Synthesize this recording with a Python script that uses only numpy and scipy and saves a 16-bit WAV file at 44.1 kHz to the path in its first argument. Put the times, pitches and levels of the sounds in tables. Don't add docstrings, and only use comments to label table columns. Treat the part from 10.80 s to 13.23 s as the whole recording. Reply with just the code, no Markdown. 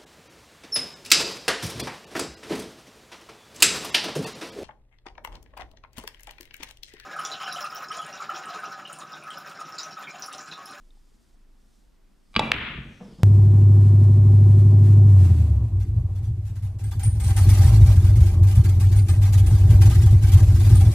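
import sys
import numpy as np
from scipy import signal
from scipy.io import wavfile
from scipy.ndimage import uniform_filter1d

SR = 44100
rng = np.random.default_rng(int(sys.argv[2]) if len(sys.argv) > 2 else 0)


def dump_mix(stems):
    frames = np.atleast_2d(stems).T
    limited = np.clip(frames, -1, 1)
    pcm = np.round(limited * 32767).astype(np.int16)
    wavfile.write(sys.argv[1], SR, pcm)


def invert_db(x):
    u = np.asarray(x, float) / 20
    return 10 ** u


N = 107295
T = np.arange(N) / SR
ROOM_DELAY_S = 0.0105

# [start_s, level_db, slap_share_0_to_1, left_lag_samples]
CUE_SOUNDS = [(1.532, -64, 0.3, 0.96), (1.5418, -47, 0.3, 1.7), (1.5523, -36, 0.15, 3.8),
              (1.5629, -17.5, 0.05, 1.66), (1.5649, -32.5, 0.2, 0.74), (1.583, -53.5, 0.5, 0.5),
              (1.5927, -17, 0.84, 0.12), (1.5933, -12.5, 0.95, 0.1), (1.5955, -23, 0.8, 0.105),
              (1.6225, -35.5, 1, 0.057), (1.643, -47.5, 0.8, 0.1)]
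# [start_s, level_db, ring_hz, t60_s, left_lag_samples]
BALL_CLICKS = [
    (1.71742, 4.5, 2800, .0014, 0.1),
    (1.71788, -9, 1150, .005, 0.1),
    (1.71917, 2.6, 2450, .0036, 2.2),
    (1.7194, -14, 1200, .004, 2.2),
]
# [start_s, level_db, t60_s, top_hz]
RUSTLES = [
    (1.598, -30, 0.63, 800),
    (2.202, -49.5, 0.73, 730),
    (2.387, -51.5, 0.42, 540),
]
# [start_s, dip_db]
GAIN_DIPS = [
    (1.561, -2),
    (1.593, 5),
    (1.717, 10.5),
]


def rms_one(x):
    return x / np.sqrt(np.mean(x ** 2) + 1e-20)


def at_hz(points, hz):
    points = np.array(points)
    return np.interp(np.log(hz), np.log(points[:, 0]), points[:, 1])


def butter(x, hz, kind, order=2):
    return signal.sosfilt(signal.butter(order, hz, kind, fs=SR, output="sos"), x)


def drift(rate):
    r = np.exp(-80 * np.pi * rate / SR)
    chance = rng.standard_normal(N // 40 + 2002)
    slow = signal.lfilter([1], [1, -2 * r, r * r], chance)[2000:]
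    return np.interp(np.arange(N) / 40, np.arange(len(slow)), rms_one(slow))


def tap(s, lag=0.):
    out = np.full((2, N), 1e-18)
    k = np.arange(-8, 9)
    for ch, at in enumerate([s * SR + lag, s * SR]):
        out[ch, int(at) + k] = np.sinc(k - at % 1) * np.hanning(19)[1:-1]
    return out


def ring(push, hz, t60):
    r = invert_db(-60 / (t60 * SR))
    w = 2 * np.pi * hz / SR
    return signal.lfilter([0, np.sin(w)], [1, -2 * r * np.cos(w), r * r], push)


def squeeze(push, hz, t60):
    return np.diff(ring(push, hz, t60), prepend=0) * SR / (2 * np.pi * hz)


def bands(spectrum, likeness, shape):
    out, power = 0, 0
    edges = 32 * 2 ** np.arange(0, 9.3, .4)
    white = rng.standard_normal((2, 2, N))
    for k, (low, high) in enumerate(zip(edges, edges[1:])):
        mid, side = butter(white[k % 2], [low, high], "band")
        hz = np.sqrt(low * high)
        alike = np.clip(at_hz(likeness, hz), 0, .999)
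        gain = invert_db(at_hz(spectrum, hz))
        power += gain ** 2 * (high - low) * 2 / SR
        stereo = np.sqrt(1 + alike) * mid + np.sqrt(1 - alike) * side * [[1], [-1]]
        out = out + gain * shape(hz) * stereo
    return out / np.sqrt(2 * power)


def duck_db():
    release_db_per_s = 66
    dips = [np.maximum(db - release_db_per_s * (T - s), 0) * (T > s) for s, db in GAIN_DIPS]
    return -uniform_filter1d(np.max(dips, axis=0), size=200)


def air():
    # [time_s, pitch_hz, level_db]
    throb_path = [(0.0, 24.9, -51), (0.13, 25.1, -51), (0.35, 24.9, -58), (0.431, 25.1, -75),
                  (0.55, 25.27, -53.5), (0.72, 24.8, -52.5), (1.001, 24.52, -63.5), (1.26, 25.4, -56.5),
                  (1.369, 24.94, -63), (1.66, 25.4, -51), (1.68, 24.9, -67), (1.77, 24.9, -45.5),
                  (1.81, 24.6, -58.5), (2.43, 24.5, -63)]
    # [pitch_hz, level_db_per_hz]
    air_colour = [(21, -27), (35, -8), (65, -23), (136, -31.5), (205, -22), (342, -29.5), (431, -36),
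                  (1400, -42.5), (16000, -59)]
    # [pitch_hz, likeness_0_to_1]
    air_likeness = [(60, 0.92), (240, 0.078), (950, 0.63), (3770, 0.54), (15000, 0.886)]
    s, hz, db = np.transpose(throb_path)
    phase = 2 * np.pi * np.cumsum(np.interp(T, s, hz)) / SR
    throb = np.sqrt(2) * invert_db(np.interp(T, s, db)) * np.sin(phase - 1.0)
    noise = invert_db(-61.5) * bands(air_colour, air_likeness, lambda hz: invert_db(0.65 * drift(4.9)))
    return throb + noise * invert_db(0.4 * duck_db())


def slide():
    # [time_s, level_db, centre_hz]
    slide_path = [(0, -79, 4970), (.35, -73, 5020), (.65, -82, 5040), (.95, -73.5, 5590),
                  (1.2, -84.5, 4980), (1.45, -79.5, 4810), (1.58, -66, 5000), (1.61, -87, 5500),
                  (1.65, -62.5, 5970), (1.75, -82, 5930), (2.0, -75.5, 6210), (2.201, -72, 5820),
                  (2.288, -66.5, 5174), (2.362, -69, 4560), (2.43, -68, 5210)]
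    # [multiple_of_centre, level_db]
    resonances = [(0.679, -1), (1.002, 1), (1.35, -10)]
    draw_back_s, width_hz = 2.02, 420
    s, db, hz = np.transpose(slide_path)
    phase = 2 * np.pi * np.cumsum(np.interp(T, s, hz)) / SR
    out = invert_db(-1) * rms_one(butter(rng.standard_normal(N), [3500, 9500], "band"))
    clear = np.clip((T - draw_back_s) / 0.13, .35, 1)
    for k, band_db in resonances:
        a, b = butter(rng.standard_normal((2, N)), width_hz, "low")
        hum = rms_one(a * np.cos(k * phase) + b * np.sin(k * phase))
        out = out + invert_db(band_db) * clear * hum
    return invert_db(np.interp(T, s, db) + 1.34 * drift(9.8)) * out


def ticks():
    # [start_s, level_db, pitch_hz, t60_s]
    tick_list = [
        (0.106, -52, 3680, 0.015),
        (.17, -59.5, 810, 0.023),
        (.542, -59, 750, 0.015),
        (2.2035, -52, 1400, 0.02),
        (.316, -60, 420, .03),
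        (1.5828, -50, 6500, 0.004),
    ]
    out = 0
    for s, db, hz, t60 in tick_list:
        out = out + invert_db(db + 0.5) * butter(ring(tap(s), hz, t60), [hz / 1.2, hz * 1.18], "band")
    return out


def thrust():
    # [pitch_hz, level_db]
    sing_modes = [(4490, -85), (5050, -85), (5560, -89), (7870, -94), (8570, -89)]
    start_s, rise_s, t60_s = 1.37, 0.1, 0.02
    sing = sum(invert_db(db) * rms_one(ring(rng.standard_normal(N), hz, t60_s)) for hz, db in sing_modes)
    return sing * np.clip((T - start_s) / rise_s, 0, 1) * (T < CUE_SOUNDS[3][0])


def cue():
    # [pitch_hz, tip_strike_db, slap_db, t60_s]
    shaft_modes = [(172, 2.5, -43, 0.026), (235.5, -15, -27, 0.36), (654, -5.5, 6.5, 0.012),
                   (872.6, -7.5, 4.5, 0.037), (1168, 4, -6.5, 0.035), (1625, -10, -31, 0.067),
                   (1985, -15, -12.5, 0.031), (2368, 7.5, -5, 0.024), (2610, -8.5, -5.5, 0.067),
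                   (2903, 6, -21.5, 0.021), (3392, -0.5, -9, 0.038), (3886, 0.5, -4.5, 0.025),
                   (4570, 1, -27.5, 0.026), (4917, -5, -18.5, 0.02)]
    crack_db, crack_s, crack_low_hz, slap_crack_db = -16, 0.0028, 4430, -4
    taps = [tap(s, lag) for s, _, _, lag in CUE_SOUNDS]
    out = np.zeros((2, N))
    for k, (hz, tip_db, slap_db, t60) in enumerate(shaft_modes):
        drive = 0
        for contact, (_, db, share, _) in zip(taps, CUE_SOUNDS):
            drive = drive + contact * invert_db(db + tip_db + share * (slap_db - tip_db))
        out += ring(drive, hz, t60) * (-1) ** k
    sparks = sum(np.abs(tap(s)) * invert_db(db + share * slap_crack_db) for s, db, share, _ in CUE_SOUNDS[3:])
    burst = signal.lfilter([1], [1, -np.exp(-1 / (crack_s * SR))], sparks)
    grit = rng.standard_normal(N) + 0.47 * rng.standard_normal((2, N))
    crack = butter(butter(burst * grit, crack_low_hz, "high"), 7270, "low", order=3)
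    return butter(out, 8100, "low") + invert_db(crack_db) * crack


def hit_tail():
    # [start_s, tail_start_db]
    heard_hits = [
        (1.561, -41.5),
        (1.594, -52),
        (1.719, -22),
    ]
    # [pitch_hz, t60_s]
    room_decay = [(150, 0.99), (600, 0.64), (1500, 0.71), (3000, 0.77), (5000, 0.29), (9000, .3)]
    # [pitch_hz, level_db_per_hz]
    room_colour = [(200, -11), (500, -6), (900, -1.5), (1500, 8), (2400, 8.5), (3500, 4), (4500, -43),
                   (6000, -43)]
    # [pitch_hz, likeness_0_to_1]
    room_likeness = [(60, 0.66), (240, 1), (950, 0.9), (3770, 0.3), (15000, 0.76)]
    rise_s, pan_db, airy_db, airy_t60_s = 0.0018, 1.24, -56, 0.4
    ages = [(np.maximum(T - s - ROOM_DELAY_S, 0), db) for s, db in heard_hits]

    def tail(hz):
        t60 = at_hz(room_decay, hz)
        return sum((1 - np.exp(-a / rise_s)) * invert_db(db - 60 * a / t60) for a, db in ages)

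    clack = butter(bands(room_colour, room_likeness, tail), 4010, "low", order=4)
    clack = clack * invert_db([[pan_db], [-pan_db]]) * invert_db(0.82 * drift(66.7))
    late = ages[-1][0]
    airy = rms_one(butter(butter(rng.standard_normal(N), 8450, "low", order=1), 4500, "high"))
    fade = invert_db(airy_db - 60 * late / airy_t60_s) * (late > 0)
    return clack + fade * airy * invert_db(2.0 * drift(39.7))


def room(shaft):
    cue_db, cue_t60_s, cue_top_hz = -11, 0.69, 4260
    age = np.maximum(T[:SR] - ROOM_DELAY_S, 0)
    echoes = rng.standard_normal(SR) + 0.13 * rng.standard_normal((2, SR))
    echoes = echoes * invert_db(-60 * age / cue_t60_s) * (age > 0)
    echoes = echoes / np.sqrt(np.sum(echoes ** 2) / 2)
    dull_cue = butter(shaft, cue_top_hz, "low", order=3)
    cue_tail = signal.fftconvolve(dull_cue, echoes, axes=1)[:, :N]
    return (hit_tail() + invert_db(cue_db) * cue_tail) * invert_db(duck_db())


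def thuds():
    # [pitch_hz, level_db, t60_s]
    frame_modes = [(57.1, -4, 0.16), (88.3, -9, 0.12), (136.1, -9.5, 0.29), (175.3, -7.5, 0.17),
                   (224.7, -3.5, 0.16), (330, -5.5, 0.056), (463.4, -6, 0.049), (644, -12.5, 0.067)]
    # [start_s, level_db, softness_hz]
    blows = [(1.565, -22.5, 500), (1.592, -27.5, 500), (1.628, -31.5, 403), (1.738, -30.5, 302),
             (1.799, -34, 205), (1.891, -30.5, 125), (1.946, -28, 154), (1.976, -28.5, 194),
             (2.007, -51, 200), (2.051, -38.5, 280), (2.092, -40, 271), (2.2091, -37, 596),
             (2.251, -43, 404), (2.28, -41.5, 400), (2.322, -40, 302), (2.385, -40, 280),
             (2.399, -37.5, 240)]
    luck_db = rng.normal(0, 2.5, (len(blows), len(frame_modes)))
    luck_db[np.array(blows)[:, 0] > RUSTLES[1][0], :2] += -6.5
    pushes = [butter(tap(s)[0], soft_hz, "low") * invert_db(db) for s, db, soft_hz in blows]
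    out = 0
    for k, (hz, db, t60) in enumerate(frame_modes):
        drive = sum(p * invert_db(g) for p, g in zip(pushes, luck_db[:, k]))
        out = out + ring(drive, hz, t60) * invert_db(db) * (-1) ** k
    return out


def knocks():
    # [start_s, level_db, pitch_hz, t60_s]
    knock_list = [(2.208, -36, 190, 0.14), (2.25, -39.5, 196.5, 0.28), (2.386, -33.5, 175, 0.23),
                  (1.626, -27.5, 221, 0.35), (1.6, -37.5, 221, 1), (1.88, -40.5, 221, 0.4),
                  (1.596, -36, 95, 0.47), (2.4, -38.5, 110, 0.54), (1.6, -38, 135, 0.3),
                  (1.955, -41, 54.4, 0.61), (2.21, -48, 490, 0.43), (2.209, -49, 740, 0.15),
                  (2.30, -50.5, 460, 0.28), (2.0, -39.5, 175, 0.3)]
    return sum(invert_db(db) * butter(ring(tap(s)[0], hz, t60), 2 * hz, "low") for s, db, hz, t60 in knock_list)


def rustle():
    out = 0
    for s, db, t60, top_hz in RUSTLES:
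        age = np.maximum(T - s, 0)
        noise = rms_one(butter(butter(rng.standard_normal(N), top_hz, "low"), 130.3, "high"))
        out = out + noise * invert_db(db - 60 * age / t60) * (1 - np.exp(-age / 0.0021))
    return out


def rolling():
    start_s, start_db, loss_db_per_s, top_hz = 1.637, -37, 29.5, 222
    rumble = rms_one(butter(butter(rng.standard_normal(N), top_hz, "low"), 50, "high"))
    rumble = rumble * invert_db(1.2 * drift(15))
    fade_in = np.clip((T - start_s) / 0.0573, 0, 1)
    return rumble * invert_db(start_db - loss_db_per_s * (T - start_s)) * fade_in


def frame():
    out = thuds() + knocks() + rolling() + rustle()
    late = np.roll(butter(out, 240, "high", order=1), 300)
    return butter(out + 0.088 * late * np.array([[1], [-1]]), 30, "high")


def shaking():
    # [start_s, level_db, t60_s]
    late_rings = [(1.628, -31, 0.22), (1.60, -45.5, 1), (1.62, -41.5, 0.86), (1.60, -44, 0.39),
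                  (1.605, -49.5, 0.96), (1.605, -35.5, 0.5), (1.64, -52, 0.6), (1.64, -44.5, 0.6),
                  (1.61, -60, 0.4), (1.66, -41.5, 0.56), (1.67, -40.5, 0.406), (1.615, -35, 0.15)]
    late_pitches = [2360, 2945, 2680, 1990, 3850, 1150, 3385, 1372, 4540, 980, 2360, 885]
    shake_t60_s, pan_db = 0.2, 1.1
    count = len(late_rings)
    shake = rng.standard_normal((count, 1, N)) + 0.6 * rng.standard_normal((count, 1, N)) * [[1], [-1]]
    out = 0
    for push, hz, (s, db, t60) in zip(shake, late_pitches, late_rings):
        fade = invert_db(-60 * np.maximum(T - s, 0) / t60) * np.clip((T - s) / 0.0036, 0, 1)
        out = out + invert_db(db) * rms_one(ring(push, hz, shake_t60_s)) * fade
    return out * (T < GAIN_DIPS[-1][0]) * invert_db([[pan_db], [-pan_db]])


def skid():
    middle_s, spread_s, skid_db = 1.648, 0.026, -65
    hiss = rms_one(butter(rng.standard_normal(N), [4800, 8500], "band", order=1))
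    return invert_db(skid_db) * hiss * np.exp(-.5 * ((T - middle_s) / spread_s) ** 2)


def balls():
    click_db, soft_hz, snap_db, snap_pan_db = 0.27, 3270, -19, -1.5
    click = sum(invert_db(db) * squeeze(tap(s, lag), hz, t60) for s, db, hz, t60, lag in BALL_CLICKS)
    click = butter(butter(click, soft_hz, "low"), 6480, "low", order=1)
    snap = butter(sum(tap(s, lag) for s, _, _, _, lag in BALL_CLICKS[::2]), 7000, "high")
    return invert_db(click_db) * click + snap * invert_db(snap_db) * invert_db([[snap_pan_db], [-snap_pan_db]])


def walls():
    # [start_s, level_db, left_lag_samples]
    wall_echoes = [(1.7236, -24.5, 1.5), (1.7268, -23, 0), (1.7312, -24, 1), (1.7345, -18, -6),
                   (1.7383, -17, 4), (1.7405, -17, 3), (1.7425, -15, -2.0), (1.7447, -23, 3.5)]
    _, db, hz, t60, _ = BALL_CLICKS[0]
    back = sum(tap(s, lag) * invert_db(echo_db) * (-1) ** k for k, (s, echo_db, lag) in enumerate(wall_echoes))
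    dull = 0.81 * squeeze(back, 0.81 * hz, 1.7 * t60)
    return invert_db(db) * butter(dull, 3900, "low", order=5)


def scene():
    shaft = cue()
    before = air() + slide() + ticks() + thrust()
    strike = shaft + room(shaft) + frame() + shaking()
    return before + strike + skid() + balls() + walls()


def low_pass(x):
    return signal.sosfilt(signal.butter(12, 16540, fs=SR, output="sos"), x)


def record(dry):
    top_cut = signal.cheby2(12, 70, 16600, fs=SR, output="sos")
    mix = signal.sosfilt(top_cut, dry)
    return low_pass(mix)


dry = scene()
out = record(dry)
dump_mix(out)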